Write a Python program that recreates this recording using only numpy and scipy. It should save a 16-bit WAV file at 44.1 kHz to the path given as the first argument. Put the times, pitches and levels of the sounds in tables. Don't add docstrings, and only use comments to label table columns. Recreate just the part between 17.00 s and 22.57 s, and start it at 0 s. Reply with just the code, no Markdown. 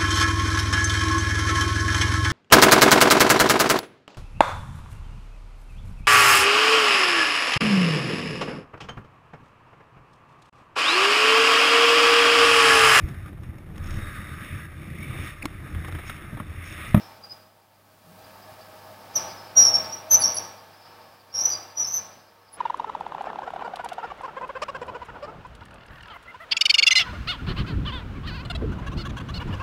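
import sys
import numpy as np
from scipy import signal
from scipy.fft import rfft, irfft, next_fast_len
from scipy.io import wavfile
from scipy.ndimage import uniform_filter1d

SR = 44100
rng = np.random.default_rng(int(sys.argv[2]) if len(sys.argv) > 2 else 0)


def unload_audio(sound):
    columns = np.transpose(np.atleast_2d(sound))
    steps = np.round(np.clip(columns, -1, 1) * 32767)
    wavfile.write(sys.argv[1], SR, steps.astype(np.int16))


N = 245637
TIME = np.arange(N) / SR
LEAD_S, LEAD_DB = 0.01, -15.5

# (time [s], level [dB])
EFFORT = [(0, -45.5), (.25, -50), (1.08, -55), (1.26, -51), (2.0, -50), (2.25, -46), (2.7, -46.5),
          (3.4, -45.5), (3.82, -47), (3.87, -44.5), (4.25, -48), (4.45, -45.5), (5.57, -46.5)]


def amp(db):
    return 10 ** (np.asarray(db) / 20)


def unit(x):
    return x / np.sqrt(np.mean(abs(x) ** 2) + 1e-20)


def follow(curve):
    return amp(np.interp(TIME, *np.transpose(curve)))


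def read(points, hz):
    f, value = np.transpose(points)
    return np.interp(np.log(hz + 1), np.log(f), value)


def add(mix, start_s, sound):
    part = mix[max(round(start_s * SR), 0):][:len(sound)]
    part += sound[:len(part)]


def noise(gain, band=(0, SR)):
    size = next_fast_len(N)
    hz = np.fft.rfftfreq(size, 1 / SR)
    spectrum = rfft(rng.standard_normal(size)) * gain(hz)
    inside = (hz > band[0]) & (hz < band[1])
    return unit(irfft(spectrum, size)[:N]) * np.linalg.norm(spectrum) / np.linalg.norm(spectrum[inside])


def flutter(t, rate_hz, count=40):
    rates, phases = rng.standard_normal(count) * rate_hz, rng.random(count)
    return np.exp(2j * np.pi * (np.outer(t, rates) + phases)).sum(1) / np.sqrt(count)


def wavering(hz, share, rate_hz=7):
    coarse = TIME[::256]
    drift = unit(np.sqrt(1 - share ** 2) + share * flutter(coarse, rate_hz))
    carrier = np.exp(2j * np.pi * (hz * TIME + rng.random()))
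    return np.sqrt(2) * (np.interp(TIME, coarse, drift) * carrier).real


def ringing(modes, hz):
    peaks = sum((amp(db) ** 2 - 1) / (1 + (2 * (hz - f) / width) ** 2) for f, width, db in modes)
    return np.sqrt(abs(1 + peaks))


def squeal(length, db, first_hz, last_hz, rough, rise_s=0.0042, fall_s=0.0076, wander_hz=95):
    t = np.arange(int((LEAD_S + length + 4 * fall_s) * SR)) / SR - LEAD_S
    glide = np.interp(t, [0, length], [first_hz, last_hz])
    hz = glide + rough * wander_hz * flutter(t, rate_hz=108.6).real
    grip = np.sqrt(1 - rough ** 2) + rough * flutter(t, rate_hz=170)
    tone = unit(grip) * np.exp(2j * np.pi * np.cumsum(hz) / SR)
    lead = amp(LEAD_DB) * np.minimum((t + LEAD_S) / rise_s, 1)
    attack = np.sin(np.pi / 2 * np.clip(t / (rise_s + 0.19 * rough * length), 0, 1)) ** 2
    release = np.exp(-np.maximum(t - length + fall_s, 0) / fall_s)
    envelope = np.maximum(lead, attack) * release
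    on_top_mode = np.exp(-((first_hz - 6284) / 310) ** 2)
    octave_db = -30.5 + 7.5 * rough + 20.5 * on_top_mode * (1 - rough)
    octave = amp(octave_db) * unit(tone ** 2)
    return np.sqrt(2) * amp(db) * envelope * (tone + octave).real


def creaks(count=60, per_s=9, pitch_hz=4838, spread_hz=70):
    out = np.zeros(N)
    times = np.cumsum(rng.uniform(0, 2, count)) / per_s
    for start_s, (size, first, last) in zip(times, rng.standard_normal((count, 3))):
        first_hz, last_hz = pitch_hz + spread_hz * first, pitch_hz + spread_hz * last
        add(out, start_s, squeal(0.03, -9.5 + 2.5 * size, first_hz, last_hz, rough=0.98))
    return follow(EFFORT) * out


def bearing(scrape_db=-21):
    # (time [s], length [s], level [dB], first pitch [Hz], last pitch [Hz], roughness [0-1])
    squeals = [ (0.002, 0.064, -53, 5430, 5335, 0.47), (0.234, 0.027, -39, 4881, 4840, 0.2),
               (0.293, 0.043, -40.5, 4940, 5060, 0.22), (2.151, 0.026, -26.5, 6120, 5730, 0.68),
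               (2.561, 0.066, -23, 5746, 5687, 0.28), (2.619, 0.074, -25.5, 5652, 5540, 0.57),
               (2.646, 0.0318, -42.5, 5900, 6196, .25), (2.736, 0.029, -23, 5420, 5560, 0.26),
               (2.921, 0.033, -35, 5667, 5713, 0.37), (3.106, 0.041, -21, 6130, 6126, 0.16),
               (3.138, 0.021, -21, 6000, 5890, 0.31), (3.192, 0.035, -38.5, 10870, 10530, 0.54),
               (3.213, 0.0192, -36.5, 4810, 4440, .33), (3.214, 0.12, -31.5, 5834, 5800, 0.28),
               (3.232, 0.035, -25, 5655, 5582, 0.8), (3.342, .042, -39, 10740, 10470, .2),
               (3.363, 0.029, -28.5, 5814, 5627, 0.8), (3.364, 0.012, -37.5, 4690, 4610, 0.54),
               (4.333, 0.092, -27, 5570, 5670, 0.53), (4.39, 0.15, -32, 5980, 5890, 0.78),
               (4.45, 0.017, -20.5, 5956, 5850, 0.12), (4.511, 0.054, -34, 4871, 4834, 0.31),
               (4.765, 0.075, -26.5, 5850, 5886, 0.4), (4.842, 0.017, -26, 5580, 5377, 0.6),
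               (4.857, 0.13, -28.5, 6095, 5940, 0.62), (4.929, 0.054, -25.5, 6183, 6074, 0.37),
               (5.525, 0.023, -38, 10620, 10200, 0.27), ]
    # (frequency [Hz], gain [dB])
    radiation = [(3000, -1.5), (4500, 0.5), (6170, -2), (6330, -18), (6560, -8.5), (6780, -2),
                 (7100, -28.5), (9300, -6.5), (10300, 0.5), (12400, -2), (15500, -16.5)]
    # (frequency [Hz], gain [dB])
    skirt = [(2000, -32), (4200, -13), (5200, -0.5), (6100, 5), (6800, -3), (7300, -31), (16000, -31.5)]
    tones = creaks()
    for start_s, *shape in squeals:
        add(tones, start_s - LEAD_S, squeal(*shape))
    envelope = np.sqrt(abs(uniform_filter1d(tones ** 2, size=300)))
    scrape = amp(scrape_db) * envelope * noise(lambda hz: amp(read(skirt, hz)))
    colour = amp(read(radiation, np.fft.rfftfreq(N, 1 / SR)))
    return irfft(rfft(tones + scrape) * colour, N)


def workshop(x, early_db=-7, early_t60=0.088, tail_db=-13.5, build_up_s=0.028):
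    # (frequency [Hz], time to fall 60 dB [s])
    ring = [(500, 0.22), (5000, 0.76), (6500, 0.536), (11000, 0.27), (16000, 0.14)]
    t = np.arange(SR) / SR
    taps = rng.standard_normal(SR) * (rng.random(SR) < 0.06) * (t > 0.003)
    early = taps * amp(-60 * t / early_t60)
    wash = rng.standard_normal(SR) * np.minimum(t / build_up_s, 1)
    hz, when, bands = signal.stft(wash, SR, nperseg=256)
    decay = amp(-60 * when / read(ring, hz)[:, None])
    tail = signal.istft(bands * decay, SR, nperseg=256)[1][:SR]
    near = signal.fftconvolve(x, early / np.linalg.norm(early))[:N]
    far = signal.fftconvolve(x, tail / np.linalg.norm(tail))[:N]
    return x + amp(early_db) * near + amp(tail_db) * far


def rubbing(friction_db=-1.5):
    # (frequency [Hz], gain [dB])
    colour = [(100, -23), (170, -18), (370, -8.5), (440, -13.5), (560, -5), (850, -5.5), (1010, -8.5),
              (1250, -7), (1380, -12), (2200, -15), (3800, -18.5), (4700, -17.5), (5700, -21.5),
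              (7000, -41)]
    # (frequency [Hz], width [Hz], boost [dB])
    frame = [(150, 30, 5), (625, 20, 4), (735, 25, 4), (770, 14, 4), (810, 22, 3), (890, 18, 3),
             (1106, 16, 4), (1146, 12, 5), (1215, 25, 4), (1332, 12, 5), (1510, 30, 5), (1578, 22, 8),
             (1755, 22, 5), (2378, 26, 8), (4750, 110, 3)]
    # (pitch [Hz], relative level [dB], wavering share [0-1])
    singing = [(479.5, -16.5, 1), (806.4, -16.5, 0.3), (888.6, -10.5, 1), (925.1, -12.5, 0.9),
               (1094, -14, 0.4), (1299, -15.5, 0.52), (1695.4, -18, 1)]
    friction = noise(lambda hz: amp(read(colour, hz)) * ringing(frame, hz), band=(400, 4000))
    tones = sum(amp(db) * wavering(hz, share) for hz, db, share in singing)
    return follow(EFFORT) * (amp(friction_db) * friction + tones)


def mains_hum():
    # (pitch [Hz], relative level [dB])
    partials = [(100, 5), (200, -5)]
    return sum(np.sqrt(2) * amp(db) * np.sin(2 * np.pi * (hz * TIME + rng.random()))
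               for hz, db in partials)


def drone():
    # (pitch [Hz], relative level [dB], wavering share [0-1])
    tones = [(515.3, -1, 0), (629.7, 8, 0.9), (688.4, -1, 0.92), (809, 2.5, 1)]
    # (time [s], gain [dB])
    strain = [(0, -1), (1.0, -4.5), (2.0, 3), (2.7, 5.5), (3.3, 6.5), (3.8, -10), (4.4, -4), (5.57, -14)]
    return follow(strain) * sum(amp(db) * wavering(hz, share) for hz, db, share in tones)


def whistle(pitch_hz=5184):
    # (peak time [s], half length [s], relative level [dB])
    swells = [(0, 0.19, 4.5), (1.697, .4, -2), (2.354, 0.17, 12), (3.92, 0.25, 8.5), (5.3, 0.6, 4.5)]
    envelope = sum(amp(db) * np.exp(-((TIME - peak_s) / half) ** 2) for peak_s, half, db in swells)
    return envelope * wavering(pitch_hz, share=0.51, rate_hz=11)


def hiss():
    # (frequency [Hz], gain [dB])
    air = [(20, -13), (45, 10), (80, 14.5), (160, 20), (350, 15), (800, 10.5), (2000, 4.5), (4000, 3.5),
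           (7500, 0.5), (11000, 2), (15500, 5)]
    return noise(lambda hz: amp(read(air, hz)), band=(13000, 15000))


def bump(db=-52.5, peak_s=1.11, half_length_s=0.055, pitch_hz=175, width_hz=25):
    body = noise(lambda hz: np.exp(-((hz - pitch_hz) / width_hz) ** 2))
    return amp(db) * np.exp(-((TIME - peak_s) / half_length_s) ** 2) * body


def expander(x, unity_db=-44.5, db_per_db=0.59, attack_s=0.012, release_db_per_s=62, max_gain_db=12.5):
    pole = np.exp(-1 / (attack_s * SR))
    level_db = 10 * np.log10(signal.lfilter([1 - pole], [1, -pole], x ** 2) + 1e-12)
    sink_db = release_db_per_s * TIME
    held_db = np.maximum.accumulate(level_db + sink_db, axis=-1) - sink_db
    return x * amp(np.minimum(db_per_db * (held_db - unity_db), max_gain_db))


def scene(bed_db=-65):
    winch = workshop(bearing()) + rubbing()
    bed = amp(bed_db) * (mains_hum() + drone() + whistle() + hiss())
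    return (winch + bed + bump())[None]


def record(dry, cut_off_hz=15900):
    # (time [s], gain [dB])
    drift = [(0, 0.5), (.3, -5.5), (.68, -8), (1.22, 1.5), (2.1, 0.5), (3.2, -2.5), (3.75, -5),
             (4.45, -7.5), (4.85, -9), (5.57, -11.5)]
    low_pass = signal.firwin(511, cut_off_hz, window=("kaiser", 9), fs=SR)
    return signal.oaconvolve(follow(drift) * expander(dry), low_pass[None], "same")


dry = scene()
out = record(dry)
unload_audio(out)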